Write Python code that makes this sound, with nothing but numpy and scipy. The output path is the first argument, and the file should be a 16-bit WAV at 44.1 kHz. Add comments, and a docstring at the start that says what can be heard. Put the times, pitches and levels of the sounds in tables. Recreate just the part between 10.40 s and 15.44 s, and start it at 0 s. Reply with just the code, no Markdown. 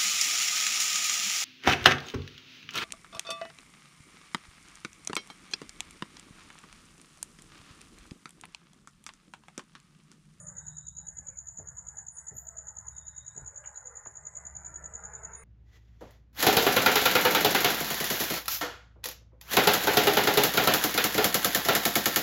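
"""A yard at night: a cricket close by chirps ten times a second, and the walls and the yard answer it.
Its song is gliding tones, three wing strokes to a chirp. Farther off, bush crickets zip and another insect
trills in pulsed tones, over a chorus of shaped noise. A plastic squeegee bumps and taps (noise through
resonances) and softly scrapes (shaped noise) on a vehicle's side. A distant engine hums: tones and noise."""
import sys
import numpy as np
from scipy import signal
from scipy.fft import rfft, irfft, next_fast_len
from scipy.io import wavfile
from scipy.ndimage import uniform_filter1d, map_coordinates

SR = 44100
rng = np.random.default_rng(int(sys.argv[2]) if len(sys.argv) > 2 else 0)


def inscribe(sig):
    """Save sig as 16-bit PCM at rate SR to the path in sys.argv[1].

    A 1-D sig is mono; a 2-D sig holds one channel per row.
    Samples are clipped to [-1, 1] before scaling.
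    """
    pcm = np.round(np.clip(np.atleast_2d(sig).T, -1, 1) * 32767)
    wavfile.write(sys.argv[1], SR, pcm.astype(np.int16))


N = 222117  # length in samples


def amp(db):
    """Decibels to gain."""
    return 10 ** (np.asarray(db) / 20)


def unit(x):
    """Scale to an average strength (rms) of 1."""
    return x / np.sqrt(np.mean(x ** 2) + 1e-20)


def clock():
    """The time of every sample, in seconds."""
    return np.arange(N) / SR


def curve(rows):
    """Join (seconds, value) points by straight lines, one value per sample."""
    seconds, values = np.transpose(rows)
    return np.interp(clock(), seconds, values)


def wobble(rate):
    """A smooth random curve through `rate` random points a second."""
    points = rng.standard_normal(int(N * rate / SR) + 4)
    return map_coordinates(points, [clock() * rate])


def phase(hz):
    """Running phase of a gliding tone."""
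    return 2 * np.pi * np.cumsum(hz) / SR


def add(track, start_s, sound):
    """Mix a sound into the track, cutting off what lies outside it."""
    i = round(start_s * SR)
    part = sound[max(-i, 0):max(N - i, 0)]
    track[max(i, 0):][:len(part)] += part


def filtered(x, response):
    """Pass x through a filter given as a function of frequency."""
    size = next_fast_len(len(x) + SR // 2)
    hz = np.fft.rfftfreq(size, 1 / SR)
    return irfft(rfft(x, size) * response(hz), size)[:len(x)]


def resonance(f, centre, width):
    """Response of one damped mode: strongest at its own pitch."""
    return 1j * f * width / (centre ** 2 - f ** 2 + 1j * f * width)


def band(f, centre, half_width):
    """Response of a flat-topped pass band with steep sides."""
    return 1 / np.sqrt(1 + np.abs((f - centre) / half_width) ** 20)


def rush(spectrum, patchy_db):
    """Coloured noise of rms 1 whose gain varies in patches over time and pitch."""
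    grid = signal.stft(rng.standard_normal(N), nperseg=1024)[2]
    patches = uniform_filter1d(rng.standard_normal(grid.shape), 4, 0)  # smooth over pitch
    patches = uniform_filter1d(patches, 14, 1)  # smooth over time
    noise = signal.istft(grid * amp(patchy_db * unit(patches)), nperseg=1024)[1][:N]
    hz, db = np.transpose(spectrum)
    return unit(filtered(noise, lambda f: amp(np.interp(np.log(f + 1), np.log(hz), db))))


def yard(x, wet_db, t60):
    """A sound with its own diffuse echo, which fades by 60 dB in t60 seconds."""
    t = np.arange(SR // 3) / SR
    tail = rng.standard_normal(len(t)) * amp(-60 * t / t60) * (1 - np.exp(-t / 0.001))
    wet = signal.fftconvolve(x, tail)
    wet *= np.linalg.norm(x) / np.linalg.norm(wet)  # as much energy as the direct sound
    return np.pad(x, (0, len(t) - 1)) + amp(wet_db) * wet


# Colour of the far insects. Each row: frequency in Hz, relative level in dB.
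CHORUS_COLOUR = [(5200, -48), (5600, -15.5), (5800, -8.5), (6100, -22.5), (6700, 2.5), (7450, 1), (7800, 4),
                 (8400, -10.5), (8800, -13), (9300, -63), (10300, -20), (10700, -2.5), (11300, -9.5),
                 (11900, -32), (13000, -53)]


def chorus(level_db=-69.5, hiss_db=-86):
    """Many far insects merge into shimmering bands of noise above an even, faint hiss."""
    # Each row: frequency in Hz, relative level in dB.
    hiss_colour = [(2000, 4.5), (4500, 1.5), (9000, 2.0), (12500, -11.5), (15500, 1)]
    hiss = amp(hiss_db) * rush(hiss_colour, patchy_db=1.5)
    insects = amp(level_db + 0.19 * wobble(4.3)) * rush(CHORUS_COLOUR, patchy_db=7.0)
    return insects + hiss


FIRING_HZ, SAG_HZ_PER_S = 69.1, 0.518  # the engine slowly loses speed
HUM_DB, HUM_RAMP_S = -68.5, 0.13  # the firing tone at rest; how fast a surge comes and goes
# Spells of heavier load. Each row: start in seconds, length in seconds, added tone in dB.
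LOAD_SURGES = [(-.1, 1.76, -71.5), (1.87, 1.01, -62.5), (3.88, 1.5, -60)]
# Colours of the low rumble and the higher drone. Each row: frequency in Hz, relative level in dB.
RUMBLE_COLOUR = [(15, -32.5), (32, -0.5), (38, -22.5), (44, -18), (53, 3.5), (80, 1), (110, 0.5), (135, 1),
                 (170, -22), (260, -30), (500, -73)]
DRONE_COLOUR = [(110, -52), (143, -9.5), (151, 6.5), (161, 3), (177, 2), (195, -11), (230, -15), (330, -32),
                (600, -60.5)]
# Their strength, before the fixed gains below. Each row: time in seconds, level in dB.
RUMBLE_STRENGTH = [(0.0, -65.5), (1.52, -64.5), (1.74, -69.5), (3.0, -63.5), (3.34, -70), (4.1, -66.5),
                   (4.31, -63.5), (5.04, -65.5)]
DRONE_STRENGTH = [(0.0, -58), (0.28, -61.5), (0.94, -70), (1.09, -74), (1.33, -66.5), (1.67, -73),
                  (1.87, -73.5), (2.02, -70.5), (2.27, -72.5), (2.89, -74), (3.41, -84), (4.18, -69),
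                  (4.81, -71), (5.04, -69.5)]
# Steady tones in the drone. Each row: pitch in Hz, relative level in dB.
DRONE_TONES = [(125.5, -3), (151, -0.5), (177.5, -4)]


def engine(rumble_db=4, drone_db=1, lines_db=-1):
    """A distant engine: a wavering firing tone that surges under load, a noisy rumble and a toned drone."""
    t = clock()
    tone = lambda hz: unit(np.sin(phase(hz + 0.63 * wobble(8))))
    load = amp(HUM_DB)
    for start_s, length_s, db in LOAD_SURGES:
        nearest_end_s = np.minimum(t - start_s, start_s + length_s - t)
        load = load + amp(db) * np.clip(nearest_end_s / HUM_RAMP_S, 0, 1)
    hum = load * tone(FIRING_HZ - SAG_HZ_PER_S * t)
    rumble = amp(curve(RUMBLE_STRENGTH) + rumble_db) * rush(RUMBLE_COLOUR, patchy_db=1)
    lines = sum(amp(db) * tone(hz) for hz, db in DRONE_TONES)
    drone = amp(drone_db) * rush(DRONE_COLOUR, patchy_db=2.5) + amp(lines_db) * lines
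    return hum + rumble + amp(curve(DRONE_STRENGTH)) * drone


# Each row: start in seconds, length in seconds, level in dB before the echo, pitch in Hz.
FAR_TRILLS = [(0.143, .56, -80, 3793), (2.499, 0.53, -79, 3793), (4.56, 0.11, -99, 3763),
              (4.74, 0.041, -87, 3590), (4.915, 0.11, -86.5, 3740)]


def far_trills(pulse_rate=75, rise_hz=80, fall_hz=400, uneven_db=1.5, waver_hz=55):
    """A distant insect swells into a soft, uneven pulsed whistle, blurred by echoes."""
    out = np.zeros(N)
    for start_s, length_s, db, hz in FAR_TRILLS:
        u = np.linspace(0, 1, int(length_s * SR))  # 0 to 1 through the trill
        chance = lambda: wobble(pulse_rate)[:len(u)]
        cycle = (u * length_s * pulse_rate + 0.24 * chance()) % 1  # 0 to 1 through each pulse
        tone = np.sin(phase(hz + rise_hz * (u - .5) + fall_hz * (.5 - cycle) + waver_hz * chance()))
        swell = amp(uneven_db * chance()) * np.abs(np.sin(np.pi * u ** 1.22)) ** 0.56
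        pulses = np.abs(np.sin(np.pi * cycle)) ** 4
        add(out, start_s, yard(amp(db) * unit(swell * pulses * tone), wet_db=4, t60=0.12))
    return out


# Each row: start in seconds, length in seconds, level in dB before echo and filter,
# first pitch in Hz, last pitch in Hz, fall within a pulse in Hz.
BUSH_CRICKET_ZIPS = [(-.02, 0.044, -61, 9100, 9280, 1500), (.105, 0.02, -88, 14900, 15100, 900),
                     (1.708, 0.063, -62, 9230, 9540, 1630), (1.937, 0.039, -66, 12000, 12960, 1300),
                     (1.962, 0.044, -69.5, 14500, 15050, 3750), (4.952, 0.047, -60.5, 9170, 9500, 1510)]


def bush_crickets(pulse_rate=215, onset_db=-10):
    """A zip is a quick run of falling pulses that climbs in pitch and strength."""
    out = np.zeros(N)
    for start_s, length_s, db, first_hz, last_hz, fall_hz in BUSH_CRICKET_ZIPS:
        u = np.linspace(0, 1, int(length_s * SR))  # 0 to 1 through the zip
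        cycle = (u * length_s * pulse_rate + 0.5 * wobble(100)[:len(u)]) % 1
        hz = first_hz + (last_hz - first_hz) * u + fall_hz * (.5 - cycle)
        swell = amp(onset_db * (1 - u) ** 2) * signal.windows.tukey(len(u), .1)
        tone = np.sin(phase(hz + 220 * wobble(300)[:len(u)]))
        pulses = np.tanh(5 * np.sin(np.pi * cycle) ** 2) * tone
        wing = lambda f: band(f, (first_hz + last_hz) / 2, 0.5 * fall_hz)
        echoed = yard(amp(db) * unit(swell * pulses), wet_db=4.0, t60=0.35)
        add(out, start_s, filtered(echoed, wing))
    return out


# Colours of the rub, the panel's body and the blade's edge. Each row: frequency in Hz, relative level in dB.
RUB_COLOUR = [(260, -38), (450, -12.5), (540, -10.5), (660, 4.5), (760, -0.5), (900, 5.5), (1150, -1),
              (1400, 4), (1650, 3.5), (2080, -3), (2250, -46.5), (2600, -39), (3400, -73), (5000, -109)]
BODY_COLOUR = [(180, -24.5), (290, -5.5), (350, -9), (440, 2), (560, 8.5), (700, -18), (900, -66)]
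EDGE_COLOUR = [(1700, -28), (2150, 6), (2400, -0.5), (2800, -13), (3400, -46), (4500, -34)]
# How hard the blade rubs, before lifts and small changes. Each row: time in seconds, level in dB.
RUB_EFFORT = [(0.0, -65.5), (0.22, -66.5), (0.38, -70.5), (0.62, -69.5), (0.76, -69.5), (0.98, -71.5),
              (1.15, -64.5), (1.37, -68.5), (1.54, -66), (1.71, -66.5), (2.1, -70), (2.23, -65.5),
              (2.72, -68), (3.09, -63), (3.9, -62.5), (4.21, -61), (4.71, -59), (5.04, -58)]
# The blade eases off the panel between strokes. Each entry: time in seconds.
BLADE_LIFTS = [0.507, 1.138, 1.7]
LIFT_DB, LIFT_LENGTH_S = -8, 0.047
USUAL_EFFORT_DB = -64
BODY_DB, BODY_GROWS = -73.5, 1.79  # the panel's body at usual effort; its dB per dB of effort
EDGE_DB, EDGE_GROWS = -86.5, 2.88  # the same for the hiss of the blade's edge
# The blade's edge swishes once as it is turned round.
FLICK_S, FLICK_LENGTH_S, FLICK_DB = 0.918, 0.074, -77.5


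def scrape(echo_share=0.38, echo_hz=210, rub_db=1.35, grain_db=1, unsteady_db=1.2):
    """The blade rubs with a fine grain; effort brings out body and edge; a shifting echo colours it."""
    bump = lambda s, length_s: np.exp(-((clock() - s) / length_s) ** 2)
    level_db = curve(RUB_EFFORT) + sum(LIFT_DB * bump(s, LIFT_LENGTH_S) for s in BLADE_LIFTS)
    push_db = level_db - USUAL_EFFORT_DB
    rub_level_db = level_db + rub_db + grain_db * wobble(120) + unsteady_db * wobble(14)
    rub = amp(rub_level_db) * rush(RUB_COLOUR, patchy_db=3.0)
    body = amp(BODY_DB + BODY_GROWS * push_db) * rush(BODY_COLOUR, patchy_db=5.5)
    flick = amp(FLICK_DB) * bump(FLICK_S, FLICK_LENGTH_S)
    edge = (amp(EDGE_DB + EDGE_GROWS * push_db) + flick) * rush(EDGE_COLOUR, patchy_db=5)
    x = rub + body + edge
    delay = SR / (echo_hz * (1 + 0.073 * wobble(2.004)))  # in samples
    return x + echo_share * map_coordinates(x, [np.arange(N) - delay])


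# Each row: start in seconds, length in seconds, level in dB, pitch in Hz halfway through.
HOLLOW_NOTES = [(-.08, 0.27, -65, 600), (0.149, 0.26, -71.5, 900), (.58, .16, -70, 835),
                (0.801, 0.21, -69.5, 540), (1.32, 0.13, -73, 1028), (1.48, 0.21, -65.5, 820),
                (1.978, 0.33, -64.5, 655), (3.08, 0.249, -68, 570), (3.39, 0.24, -63, 490),
                (4.196, 0.36, -69.5, 330.7), (4.25, 0.99, -63.5, 449.3)]
NOTE_FALL_OCT_PER_S = 0.37  # octaves per second


def hollow_notes(note_width_hz=110, octave_db=-7):
    """Now and then the scrape sings a fuzzy note that swells, sinks in pitch and fades."""
    out = np.zeros(N)
    chance = lambda p: wobble(note_width_hz)[:len(p)]
    fuzzy = lambda p: unit(chance(p) * np.sin(p) + chance(p) * np.cos(p))
    for start_s, length_s, db, hz in HOLLOW_NOTES:
        u = np.linspace(0, 1, int(length_s * SR))
        turn = phase(hz * 2 ** (NOTE_FALL_OCT_PER_S * length_s * (.5 - u)))
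        note = fuzzy(turn) + amp(octave_db) * fuzzy(2 * turn)
        add(out, start_s, amp(db) * np.sin(np.pi * u) * note)
    return out


# Soft bumps of the squeegee and hand on the panel, levels before echo and dulling.
# Each row: time in seconds, knock level in dB, boom level in dB, boom pitch in Hz.
SOFT_BUMPS = [(.79, -78, -59.5, 175), (1.186, -53.5, -48.5, 100), (1.214, -62, -62, 105),
              (1.911, -57, -52.5, 128), (1.947, -65, -50, 105), (2.956, -61.5, -53, 110),
              (2.973, -54.5, -52.5, 131), (3.018, -84, -46.5, 72), (3.662, -56, -54.5, 114),
              (4.05, -72, -54, 130), (4.151, -78, -52.5, 116), (4.55, -72, -56.5, 150),
              (4.86, -72, -59.5, 150)]
# Ringing modes of the panel. Each row: pitch in Hz, width in Hz, relative level in dB.
PANEL_MODES = [(300, 46, -3), (417, 53, 8.5), (600, 95, 7), (850, 260, 1.5), (1340, 77, -1), (1730, 93, 3)]
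# Hard taps of the blade. Each row: time in seconds, level in dB before echo and dulling,
# resonance in Hz, width in Hz of each of four equal filters, echo in dB against the tap.
BLADE_TAPS = [(1.91, -64, 1800, 600, -1), (3.240, -54.5, 1160, 1770, -0.5), (3.242, -62, 2900, 600, -2),
              (3.251, -57, 1860, 1500, -2), (3.351, -66.5, 4040, 647, 2.5), (3.66, -46.5, 850, 1140, -8),
              (3.663, -57.5, 1480, 1340, 0), (3.66, -74, 3940, 1800, -7)]


def squeegee(boom_damping=0.63, dull_hz=3800, rattle=0.058):
    """Soft bumps shake the panel and its low boom; the blade's plastic edge gives short, dull ticks."""
    out, t = np.zeros(N), np.arange(SR // 4) / SR
    burst = lambda t60: rng.standard_normal(len(t)) * amp(-60 * t / t60)
    sized = lambda x: x / np.sqrt(uniform_filter1d(x ** 2, SR // 100).max())  # loudest moment at rms 1

    def panel(f):
        """The panel's modes added up, every second one upside down."""
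        return sum((-1) ** k * amp(db) * resonance(f, hz, width)
                   for k, (hz, width, db) in enumerate(PANEL_MODES))

    for s, db, boom_db, boom_hz in SOFT_BUMPS:
        knock = filtered(burst(t60=0.15), lambda f: panel(f) / (1 + 1j * f / 1200) ** 3)  # softened treble
        boom = filtered(burst(t60=0.13), lambda f: resonance(f, boom_hz, boom_damping * boom_hz) ** 2)
        add(out, s, yard(amp(db) * sized(knock), wet_db=-8.0, t60=.3))
        add(out, s, amp(boom_db) * sized(boom))
    for s, db, hz, width_hz, echo_db in BLADE_TAPS:
        strike = (t == 0) + rattle * burst(t60=0.023)  # one sharp contact and a brief rattle
        tick = filtered(strike, lambda f: resonance(f, hz, width_hz) ** 4)
        add(out, s, yard(amp(db) * sized(tick), wet_db=echo_db, t60=0.24))
    return filtered(out, lambda f: 1 / np.sqrt(1 + (f / dull_hz) ** 12))


# The near cricket's tempo. 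Each row: time in seconds, chirps per second.
CHIRP_TEMPO = [(0.0, 10.192), (0.388, 9.965), (1.189, 9.942), (1.235, 10.088), (2.094, 9.972),
               (2.856, 10.139), (4.038, 10.065), (4.203, 10.357), (5.04, 10.008)]
# The three wing strokes of every chirp, last and loudest first. Each row: relative level in dB, pitch drop in Hz.
CHIRP_STROKES = [(0, -0.5), (-6.5, 77), (-21.5, 219)]
# The course of one wing stroke. Each row: seconds from its peak, pitch in Hz before the drop, relative level in dB.
STROKE_SHAPE = [(-.008, 7120, -45), (-.005, 7100, -10), (-.003, 7070, 0), (-.001, 6970, 3),
                (.0005, 6820, 0), (.002, 6530, -11.5), (.0035, 6430, -14), (.005, 6160, -50)]
# Echoes from nearby surfaces. Each row: delay in seconds, level in dB against the direct sound.
WALL_ECHOES = [(.001059, -7), (.00475, -9), (.007257, -11), (.00878, -16), (.014776, -22)]
FIRST_CHIRP_S = -.0114
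STROKE_GAP_S, GAP_SCATTER_S, CHIRP_JITTER_S = .0153, 0.00089, 0.00061  # stroke gap; chance in gap and beat
CHIRP_DB, TIRING_DB_PER_S, STROKE_SCATTER_DB = -32.5, 0.24, 0.62  # the song slowly weakens


def cricket(overtone_db=-52, scatter=0.0033, stretch_scatter=0.12, wing_hz=6870, wing_width_hz=600):
    """Each chirp is three wing strokes of growing strength; every stroke falls in pitch as the wing slows."""
    out, t = np.zeros(N), np.arange(-SR // 20, SR // 30) / SR
    when, pitch_hz, swell_db = np.transpose(STROKE_SHAPE)
    beats = np.cumsum(curve(CHIRP_TEMPO)) / SR
    chirp_times = FIRST_CHIRP_S + np.interp(np.arange(beats[-1]), beats, clock())
    walls = lambda f: 1 + sum(amp(db) * np.exp(-2j * np.pi * f * delay) for delay, db in WALL_ECHOES)
    for s in chirp_times:
        chirp = np.zeros(len(t))
        gap = STROKE_GAP_S + GAP_SCATTER_S * rng.normal()
        s += CHIRP_JITTER_S * rng.normal()
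        for k, (stroke_db, drop_hz) in enumerate(CHIRP_STROKES):
            age = (t + k * gap) * np.exp(stretch_scatter * rng.normal())  # time from this stroke's peak
            db = CHIRP_DB - TIRING_DB_PER_S * s + stroke_db + STROKE_SCATTER_DB * rng.normal()
            hz = (np.interp(age, when, pitch_hz) - drop_hz) * (1 + scatter * rng.normal())
            turn = phase(hz) + 2 * np.pi * rng.random()
            swell = np.interp(age, when, swell_db, left=-np.inf, right=-np.inf)  # silent outside the stroke
            chirp += amp(db + swell) * np.sin(turn)
        add(out, s + t[0], filtered(chirp, walls))
        diffuse = yard(chirp, wet_db=-6.0, t60=0.24) - np.pad(chirp, (0, SR // 3 - 1))  # the echo alone
        add(out, s + t[0], diffuse)
    # the wing radiates only near its resonance, with a faint octave
    radiated = filtered(out, lambda f: band(f, wing_hz, wing_width_hz))
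    song = signal.hilbert(radiated, next_fast_len(N))[:N]
    return song.real + amp(overtone_db) * np.abs(song) * np.cos(2 * np.angle(song))


def scene():
    """Everything at one microphone."""
    background = chorus() + engine() + far_trills() + bush_crickets()
    wiping = scrape() + hollow_notes() + squeegee()
    return (background + wiping + cricket())[None]


def record(dry):
    """The recorder keeps nothing from 15600 Hz up."""
    return np.array([filtered(x, lambda f: f < 15600) for x in dry])


dry = scene()
out = record(dry)
inscribe(out)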